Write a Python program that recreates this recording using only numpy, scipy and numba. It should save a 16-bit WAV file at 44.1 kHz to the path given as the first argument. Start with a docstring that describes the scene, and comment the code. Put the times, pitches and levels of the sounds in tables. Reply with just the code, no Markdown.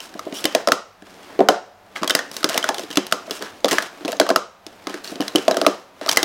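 """Hard plastic cups are stacked and unstacked fast on a thin mat over a table, close to a small microphone.
It opens with clacks, thuds and a brief rim squeak, over rustling hands and quiet room air. Sparser knocks
follow, then a busy run from about 2 s, scattered groups from 4 s and a dense burst with rising rustle at the end.
Each contact is a noisy crack, a short ring of the cup wall and a hollow knock of the air inside; cups slide
with a grainy hiss, a small room answers with fading noise, and the loudest clacks overload the recorder."""
import sys
import numpy as np
from scipy import signal
from scipy.fft import rfft, irfft
from scipy.io import wavfile
from scipy.ndimage import uniform_filter1d
from numba import njit

SR = 44100
rng = np.random.default_rng(int(sys.argv[2]) if len(sys.argv) > 2 else 0)


def pcm_store(signal):
    """Save signal as 16-bit PCM."""
    levels = np.round(np.clip(np.atleast_2d(signal), -1, 1) * 32767)
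    wavfile.write(sys.argv[1], SR, levels.astype(np.int16).T)


def how_loud(loudness_db):
    """Turn decibels into a plain amplitude multiplier (0 dB gives 1, 20 dB gives 10)."""
    steps = np.asarray(loudness_db, float) / 20
    return 10 ** steps


N = 275184

# room air, its tone colour: (frequency [Hz], relative level per Hz [dB])
AIR_COLOUR = [(20, -10), (75, -9.5), (100, 2), (135, -14.5), (195, 3), (245, -15), (700, 0.5), (1500, -8.5),
              (3400, -17.5), (9600, -30), (16000, -29)]
# hands moving cups over the mat: (time [s], rustle level [dB])
HANDS = [(0.0, -50), (0.6, -35.5), (0.85, -77), (1.08, -51.5), (1.34, -45), (1.7, -68), (1.92, -52.5),
         (2.05, -42), (3.1, -42.5), (3.44, -41.5), (3.6, -48), (4.25, -40), (4.48, -83), (4.69, -52),
         (5.06, -44.5), (5.7, -33), (5.9, -56.5), (6.24, -29.5)]
# skin and rims on the mat, tone colour: (frequency [Hz], relative level [dB])
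RUSTLE_COLOUR = [(500, 0), (1300, 0), (3000, -4.5), (5500, -10.5), (8000, -16), (16000, -23.5)]
# table top and standing cups, shaken by every knock:
# (frequency [Hz], relative level [dB], time to fall by 60 dB [s])
TABLE_MODES = [(203.2, -13, 0.18), (272.8, 1.5, 0.067), (294.2, -1, 0.11), (364, -4, 0.17),
               (399.3, -11, 0.18), (442.5, -2.5, 0.086), (555.4, -6, 0.12), (622, -1, 0.056),
               (696, -2, 0.073), (765.7, -4.5, 0.08), (906, -21, 0.19), (1018, -12, 0.093),
               (1130, -19, 0.11), (1240, -17, 0.048)]
# a rim drags its wall tone along:
# (time [s], length [s], start frequency [Hz], end frequency [Hz], level [dB])
SQUEAKS = [(.335, 0.071, 2900, 3450, -35.5), (9, 0.1, 3500, 2200, -42), (.345, 0.048, 5400, 5900, -37.5)]
# cups drawn out of or dropped into each other: (time [s], length [s], level [dB], centre frequency [Hz])
RUBS = [(0.008, 0.052, -42, 3800), (0.337, 0.072, -35.5, 4700), (1.05, 0.12, -53.5, 3000),
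        (1.188, 0.17, -54.5, 2180), (1.291, 0.072, -44, 400), (1.955, 0.019, -29.5, 1760),
        (2.027, 0.016, -28.5, 1310), (2.13, 0.022, -35, 2520), (2.323, 0.085, -40, 4440),
        (2.502, 0.062, -26, 2200), (2.648, 0.035, -29.5, 1920), (2.754, 0.081, -39, 3600),
        (2.906, 0.063, -42, 3100), (3.308, 0.06, -34, 3500), (3.413, 0.057, -34, 1950),
        (3.68, 0.023, -27, 2670), (3.712, 0.02, -17.5, 2900), (3.744, 0.048, -26.5, 2310),
        (3.79, 0.075, -31, 1910), (4.081, 0.019, -33, 3000), (4.879, 0.1, -37.5, 1900),
        (5.037, 0.083, -38, 3600), (5.221, 0.05, -37, 2800), (5.369, 0.061, -36, 3000),
        (6.013, 0.045, -35.5, 1750), (6.128, 0.039, -41, 3100)]
# colour of a rub: (multiple of its centre frequency [-], relative level [dB])
RUB_COLOUR = [(.15, -15), (.4, 1), (1, 1.5), (2.2, -3.5), (5, -16), (12, -32)]
# room echo: (band centre [Hz], time for the main decay to fall by 60 dB [s], relative level [dB])
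ROOM_BANDS = [(259, 0.19, -11.5), (663, 0.25, -5.5), (1300, 0.27, -7), (3000, 0.32, -13), (5660, 0.26, -10),
              (12600, 0.14, -11)]
# cup wall tones before chance shifts: (frequency [Hz], relative level [dB], time to fall by 60 dB [s])
WALL_MODES = [(1240, -5.5, 0.024), (1670, 13.5, 0.0041), (1944, 0, 0.017), (2860, -9, 0.038),
              (2990, -4, 0.033), (3300, -3.5, 0.036), (3965, -3.5, 0.034), (5470, 3.5, 0.016),
              (6410, -7.5, 0.039)]
# colour of a crack: (frequency [Hz], relative level [dB])
CRACK_COLOUR = [(800, 2.5), (2000, 1), (5000, 6.5), (7500, 0), (12000, -5), (17000, -11.5)]
# rim strikes rim:
# (time [s], relative crack level [dB], loudest wall tone [Hz], relative wall level [dB])
CLACKS = [(0.0034, -26, 2930, -25), (0.1402, -35, 1590, -31), (0.193, -24, 1230, -17),
          (0.4541, -3, 3100, -2), (0.7194, 1, 1350, 4.5), (1.9607, -37, 2150, -16),
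          (2.032, -17.5, 1120, -6), (2.0764, -8, 3300, -7.5), (2.0967, -7, 5340, -6),
          (2.101, -21, 1530, -7.5), (2.1064, -4, 3130, -0.5), (2.1508, 3, 1945, -1),
          (2.191, -14.5, 1830, -3), (2.3142, -20.5, 5700, -36), (2.3423, -26, 1220, -35),
          (2.366, -12, 4880, -28), (2.4299, -19, 1380, -14), (2.49, -9.5, 4550, -25),
          (2.495, -8, 2800, -43), (2.577, -0.5, 2100, -4.5), (2.6273, -22, 3160, -11.5),
          (2.6416, -12, 1440, -3.5), (2.744, -15.5, 3300, -18), (2.77, -46.5, 3200, -26),
          (2.9117, -22.5, 3200, -20), (2.928, -24, 3050, -22), (2.957, -19, 2730, -19),
          (3.0668, -16, 5500, -36.5), (3.113, -25, 1360, -27), (3.1238, -2.5, 1354, 1),
          (3.688, -13, 1290, -23), (3.711, -7.5, 1890, -9), (3.7838, -9.5, 1730, -2),
          (3.823, -16.5, 1560, -20), (4.119, -15, 1790, -29), (4.2133, -16, 1560, -3),
          (4.2658, -23, 1115, -10), (4.312, -28, 1060, -9), (4.3604, -2, 1310, 4.5),
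          (5.044, -25, 4300, -23.5), (5.0756, -38, 4500, -20.5), (5.2057, -17, 3030, -15.5),
          (5.2231, -25, 1780, -16), (5.2805, -15, 4050, -15), (5.3578, -1.5, 3020, -0.5),
          (5.5194, -28, 3950, -15), (5.6483, -32, 1240, -7), (6.073, -22, 1210, -42),
          (6.082, -28, 1240, -11), (6.0897, -8, 4700, -6), (6.0929, -0.5, 2960, -11),
          (6.1137, -5.5, 5770, -11), (6.124, -11, 5300, -25), (6.1296, -8, 4700, -37),
          (6.1607, -16, 1820, -34), (6.1714, 5, 2040, 4), (6.1912, -19, 2770, -23)]
# a cup lands mouth down and squeezes its air: (time [s], relative crack level [dB],
# loudest wall tone [Hz], air cavity tone [Hz], relative hollow level [dB])
LANDINGS = [(0.1518, -52, 1040, 250, -18.5), (0.2667, -54, 2700, 325, -13.5), (0.3147, -52, 1084, 314, -29),
            (0.325, -32.5, 2900, 268, -11.5), (0.4418, -10.5, 3170, 350, -16), (0.45, -35, 2830, 290, -1.5),
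            (0.5495, -4, 1940, 628, 3), (0.6735, -10.5, 1330, 597, 1), (0.6856, -11.5, 1300, 610, -1),
            (1.022, -42, 1700, 266, -25.5), (1.068, -43, 1600, 378, -36), (1.106, -41.5, 1110, 423, -46),
            (1.245, -43, 4870, 390, -45), (1.3913, -28.5, 2320, 405, 4), (1.4047, -25.5, 1440, 418, 10),
            (1.4868, 1, 1433, 717, 10.5), (1.4935, -26, 1310, 716, -0.5), (2.0152, -41, 1240, 244, -17),
            (2.021, -32.5, 1100, 276, -12), (2.0438, -22, 1120, 264, -11.5), (2.4073, -32, 1450, 303, -26),
            (2.4431, -3.5, 1560, 315, -1.5), (2.5003, -24, 2950, 646, -13.5),
            (2.5437, -14.5, 2970, 590, -13), (2.5539, -41.5, 1280, 650, -8.5), (2.6896, -8, 1700, 848, 0.5),
            (2.7825, -18, 3100, 382, -17), (2.794, -19, 5080, 590, -15.5), (2.8347, -27, 3400, 354, -18),
            (2.904, -26, 1740, 279, -19.5), (2.972, -2.5, 3130, 310, 2.5), (3.278, -58, 1130, 630, -20),
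            (3.2965, -31, 1340, 570, -22), (3.3091, -14.5, 3050, 430, -12.5),
            (3.4087, -40, 1270, 440, -18.5), (3.4235, -20.5, 1540, 434, -16), (3.645, -9.5, 3490, 556, 4),
            (3.6561, -14, 1170, 396, -6.5), (3.6829, -12, 1260, 840, -16), (3.7166, -10, 3060, 300, -5),
            (3.729, -8.5, 1950, 370, -4), (3.8258, -21, 1490, 694, -16.5), (4.0086, -42, 1610, 308, -22.5),
            (4.0492, -25, 3300, 298, -7.5), (4.0558, -25.5, 4200, 306, -16.5),
            (4.0791, -18, 2600, 584, -11.5), (4.0878, -31, 3000, 484, -7), (4.1287, -23, 1770, 645, -11.5),
            (4.199, -1, 4250, 645, 6), (4.2903, -10, 1270, 650, -3.5), (4.3024, -11, 1550, 633, 0.5),
            (4.6653, -25.5, 3660, 342, -22.5), (4.8703, -21, 1240, 340, -11),
            (4.8958, -26.5, 3040, 364, -20), (4.9421, -25, 1590, 348, -15), (5.0963, -36, 1200, 400, -24),
            (5.1197, -61.5, 4960, 280, -14), (5.1563, -30, 3220, 263, -21), (5.2014, -60, 1920, 282, -0.5),
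            (5.215, -22, 3150, 248, -8.5), (5.351, -26, 1230, 320, 5.5), (5.383, -20, 2860, 370, -4.5),
            (5.4805, -9.5, 1070, 625, 7), (5.5109, -12, 1550, 620, -1), (5.5438, -21, 1570, 680, -13),
            (5.569, -9, 1240, 578, -1.5), (5.6144, -11.5, 1350, 660, -1.5), (5.6648, -0.5, 1240, 622, 5.5),
            (6.0126, -30.5, 1390, 623, -15.5), (6.0622, -21, 1180, 620, -15), (6.1739, -23, 2560, 850, -10),
            (6.2297, -2, 3660, 323, -4.5)]

AIR_DB = -49.5  # average level before the recorder
RUMBLE_DB = -1.5  # through the table, against the rustle
# neighbours shuffle after a landing, against its thud
JOSTLE_DB, JOSTLE_RISE_S, JOSTLE_FALL_S = -38.5, 0.02, 0.031
BODY_TO_ROOM_DB = -8.5  # the narrow tones reach the walls more weakly than the broad blow
# air tone of a struck open cup, against its wall tone; high clacks stir it less
OPEN_CUP_HZ, CLACK_AIR_DB, CLACK_AIR_DB_PER_OCTAVE = 620, -8.5, -3
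# wall ring of a landing grows with its crack and its thud (dB per dB)
WALL_PER_CRACK, WALL_PER_HOLLOW, LANDING_WALL_DB = 0.71, 0.28, 1.5
LANDING_WALL_DB_PER_OCTAVE = -3.5  # the mat damps the higher wall tones
TICKS_PER_S, TICK_DB, TICK_SPREAD_DB = 10, 4.5, 4.5  # stray light touches, against the rustle


def colour(x, points):
    """Shapes a signal by (Hz, dB) points without sounding ahead of it (minimum phase)."""
    hz, db = np.transpose(points)
    grid = np.linspace(1, SR / 2, 2049)
    log_gain = np.interp(np.log(grid), np.log(hz), db) * np.log(10) / 20
    # folding the cepstrum forward in time makes the filter minimum phase
    cepstrum = irfft(log_gain)
    cepstrum[1:2048] *= 2
    cepstrum[2049:] = 0
    response = irfft(np.exp(rfft(cepstrum)))[:2048]
    return signal.fftconvolve(x, response)[:len(x)]


def unit(x):
    """Scales to an average (rms) level of 1."""
    return x / np.sqrt(np.mean(x ** 2))


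def ring(x, hz, t60):
    """One fading tone driven by x; a single unit push rings at amplitude 1 and falls 60 dB in t60 s."""
    r = np.exp(-np.log(1000) / (t60 * SR))
    w = 2 * np.pi * hz / SR
    return signal.lfilter([0, r * np.sin(w)], [1, -2 * r * np.cos(w), r * r], x)


def add(out, s, x):
    """Mixes x in at time s."""
    i = int(s * SR)
    out[i:i + len(x)] += x[:len(out) - i]


def quiet_air():
    """The quiet air of the room: steady coloured noise."""
    return how_loud(AIR_DB) * unit(colour(rng.standard_normal(N), AIR_COLOUR))


def hands_db(s):
    """Rustle level at time s."""
    return np.interp(s, *np.transpose(HANDS))


def table(shove):
    """Low tones of the table top and of the cups that stand on it, shaken by a push."""
    return sum((-1) ** k * how_loud(db) * ring(shove, hz, t60) for k, (hz, db, t60) in enumerate(TABLE_MODES))


def handling():
    """Hands and cups moving on the mat rustle and shake the table a little, more so just after a landing."""
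    power = how_loud(2 * hands_db(np.arange(N) / SR))
    t = np.arange(SR // 2) / SR
    jostle = (1 - np.exp(-t / JOSTLE_RISE_S)) * np.exp(-t / JOSTLE_FALL_S)
    for s, _, _, _, hollow_db in LANDINGS:
        add(power, s, how_loud(2 * (hollow_db + JOSTLE_DB)) * jostle ** 2)
    rumble = unit(table(rng.standard_normal(N)))
    flicker = how_loud(1.6 * unit(uniform_filter1d(rng.standard_normal(N), 300)))
    rustle = unit(colour(rng.standard_normal(N) * flicker, RUSTLE_COLOUR))
    return np.sqrt(power) * (how_loud(RUMBLE_DB) * rumble + rustle)


def squeaks():
    """A rubbed rim sings in a rough, narrow band that glides as the cups part."""
    out = np.zeros(N)
    for s, length, from_hz, to_hz, db in SQUEAKS:
        n = int(length * SR)
        glide = np.exp(2j * np.pi * np.cumsum(np.linspace(from_hz, to_hz, n)) / SR)
        # slow noise on the gliding tone makes it rough
        a, b = uniform_filter1d(rng.standard_normal((2, n)), 110)
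        song = unit(np.real((a + 1j * b) * glide))
        add(out, s, how_loud(db) * song * signal.windows.tukey(n, 0.4))
    return out


def rubs():
    """Ridged walls slide over each other: a grainy hiss that also keeps the wall tones ringing."""
    out = np.zeros(N)
    for s, length, db, centre_hz in RUBS:
        n = int(length * SR) + 2048  # room for the fade
        t = np.arange(n) / SR
        grain = how_loud(1.5 * unit(uniform_filter1d(rng.standard_normal(n), 90)))
        push = rng.standard_normal(n) * grain
        # ridges catch now and then, about 500 times a second: small ticks in the hiss
        push = push * (1 + 5.9 * (rng.random(n) < 500 / SR))
        # wall tones far from the centre of the rub answer less
        walls = sum(how_loud(mode_db - 6.1 * abs(np.log2(hz / centre_hz))) * unit(ring(push, hz, t60))
                    for hz, mode_db, t60 in WALL_MODES)
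        hiss = colour(push, [(k * centre_hz, gain_db) for k, gain_db in RUB_COLOUR])
        shape = np.clip(t / 0.0027, 0, 1) * np.exp(-np.maximum(t - length, 0) / 0.018)
        add(out, s, how_loud(db) * shape * unit(unit(hiss) + 0.5 * unit(walls)))
    return out


def room(x):
    """Diffuse echo: noise that dies away band by band, starting after the first wall."""
    t = np.arange(SR) / SR
    tail = 0
    for hz, t60, db in ROOM_BANDS:
        sos = signal.butter(2, [hz / 1.5, hz * 1.5], "band", fs=SR, output="sos")
        band = signal.sosfilt(sos, rng.standard_normal(len(t)))
        # the near corner dies fast, the rest of the house lingers
        near = np.exp(-np.log(1000) * t / t60)
        far = how_loud(-23) * np.exp(-np.log(1000) * t / (2.74 * t60))
        band = band * (near + far) * (1 - np.exp(-(t / 0.00097) ** 2))
        # energy in step with band width
        tail = tail + how_loud(db) * band * np.sqrt(2 * hz / SR / np.sum(band ** 2))
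    return signal.fftconvolve(x, tail)[:N]


def hits():
    """Every contact as (time, crack dB, wall Hz, wall dB, air Hz, hollow dB), with stray touches by chance."""
    rows = []
    for s, db, hz, wall_db in CLACKS:
        octaves = np.log2(hz / OPEN_CUP_HZ / 2)
        hollow_db = wall_db + CLACK_AIR_DB + CLACK_AIR_DB_PER_OCTAVE * octaves
        rows.append((s, db, hz, wall_db, OPEN_CUP_HZ, hollow_db))
    for s, db, hz, air_hz, hollow_db in LANDINGS:
        octaves = np.log2(hz / OPEN_CUP_HZ / 2)
        wall_db = WALL_PER_CRACK * db + WALL_PER_HOLLOW * hollow_db + LANDING_WALL_DB
        wall_db = wall_db + LANDING_WALL_DB_PER_OCTAVE * octaves
        rows.append((s, db, hz, wall_db, air_hz, hollow_db))
    for when, size, mode, air in rng.random((100, 4))[:int(TICKS_PER_S * N / SR)]:
        s = when * N / SR
        db = hands_db(s) + TICK_DB + TICK_SPREAD_DB * (2 * size - 1)
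        wall_hz = WALL_MODES[int(mode * len(WALL_MODES))][0]
        rows.append((s, db, wall_hz, db, OPEN_CUP_HZ * 2 ** -air, db))
    return rows


def hollow_knock(tap, t, air_hz, shift):
    """The trapped air takes a cycle to swing up, and the facing cup answers a little higher."""
    facing = np.sign(shift[0]) * ring(tap, 1.47 * air_hz * (1 + 0.12 * shift[1]), 0.029)
    air = ring(tap, air_hz, 0.028) + how_loud(-13.5) * facing
    return air * (1 - np.exp(-t / 0.0011))


def wall_ring(tap, t, wall_hz, hardness_db, shift, share):
    """The grip picks the loudest wall tone; the others fade with distance from it."""
    # a squeezed cup is not quite round, so that tone splits into a beating pair
    wall = ring(tap, wall_hz, 0.019) + how_loud(-5) * ring(tap, wall_hz * (1 + 0.08 * share[0]), 0.02)
    for (hz, db, t60), a, b in zip(WALL_MODES, shift, share):
        octaves = np.log2(hz / wall_hz)
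        # a soft contact spares the high tones
        far_db = -7.0 * abs(octaves) + 0.087 * max(octaves, 0) * min(hardness_db, 0)
        gain = how_loud(db + far_db - 7.5 + 4.86 * b) * np.sign(a)
        wall = wall + gain * ring(tap, hz * (1 + 0.0374 * a), t60)
    return wall * (1 - np.exp(-t / 0.00077))


def crack_burst(grit, t, soft):
    """Rims do not meet at once: a quick rise, then a few ms of grit, duller for a soft contact."""
    burst = grit * (1 - np.exp(-t / 0.00016)) * np.exp(-t / 0.002)
    return signal.lfilter([1], [1, -soft], burst / np.sqrt(np.sum(burst ** 2)))


def contacts():
    """Crack of every contact, the broader blow that spreads into the room, and the ring and hollow knock."""
    crack, tick, blow, cup, shove = np.zeros((5, N))
    t = np.arange(4096) / SR
    tap = 1.0 * (t == 0)
    rows = hits()
    noise = rng.standard_normal((len(rows), 512))
    chance = rng.standard_normal((len(rows), 2, len(WALL_MODES)))
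    for row, grit, (shift, share) in zip(rows, noise, chance):
        s, crack_db, wall_hz, wall_db, air_hz, hollow_db = row
        # a contact that is mostly hollow thud is softer
        soft = np.clip(0.28 + 0.023 * (hollow_db - crack_db), 0, 0.8)
        add(crack, s, how_loud(crack_db) * crack_burst(grit, t[:512], soft))
        add(tick, s, how_loud(crack_db) * soft ** np.arange(64))
        # summed over all directions the tones smear into broad humps
        wall_hump = how_loud(wall_db - 1.5) * ring(tap, wall_hz, 0.0052)
        air_hump = how_loud(hollow_db + 7.0) * ring(tap, air_hz, 0.0056)
        add(blow, s, wall_hump + air_hump)
        add(cup, s, how_loud(wall_db) * wall_ring(tap, t, wall_hz, crack_db - wall_db, shift, share))
        add(cup, s, how_loud(hollow_db) * hollow_knock(tap, t, air_hz, shift))
        add(shove, s, how_loud(hollow_db) * grit * np.exp(-t[:512] / 0.0015))
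    crack = how_loud(16) * colour(crack, CRACK_COLOUR)
    short_walls = sum(how_loud(db) * ring(tick, hz, 0.14 * t60) for hz, db, t60 in WALL_MODES)
    spread = how_loud(13.5) * colour(tick, CRACK_COLOUR) + how_loud(-8.5) * short_walls + blow
    return crack, spread, cup + how_loud(-31.0) * table(shove)


def scene():
    """Cups, table, room echo and the quiet air of the room."""
    crack, spread, body = contacts()
    slides = rubs() + squeaks()
    echo = room(spread + how_loud(BODY_TO_ROOM_DB) * body + slides)
    cups = crack + body + slides + echo + handling()
    # cups, table and echo are cut steeply below about 170 Hz
    cups = signal.sosfilt(signal.butter(3, 170, "high", fs=SR, output="sos"), cups)
    return (cups + quiet_air())[None]


@njit
def follow(x, attack, release):
    """Level detector, quick to rise and slow to fall."""
    out, e = np.empty(len(x)), 0.
    for i in range(len(x)):
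        e += (abs(x[i]) - e) * (attack if abs(x[i]) > e else release)
        out[i] = e
    return out


def roll_off(x):
    """The treble ends steeply here."""
    return signal.sosfilt(signal.butter(12, 16480, fs=SR, output="sos"), x)


def record(dry):
    """The microphone ends below 16 kHz; gain control turns down too late to keep loud first peaks from clipping."""
    level = follow(dry[0], 1 / (0.0029 * SR), 1 / (0.12 * SR))  # 2.9 ms rise, 120 ms fall
    dry = signal.sosfilt(signal.ellip(6, 0.3, 50, 15800, fs=SR, output="sos"), dry)
    held = how_loud(0.5) * dry * (1 + level / how_loud(-30)) ** -0.2
    return roll_off(np.clip(held, -0.98, 0.98))


dry = scene()
out = record(dry)
pcm_store(out)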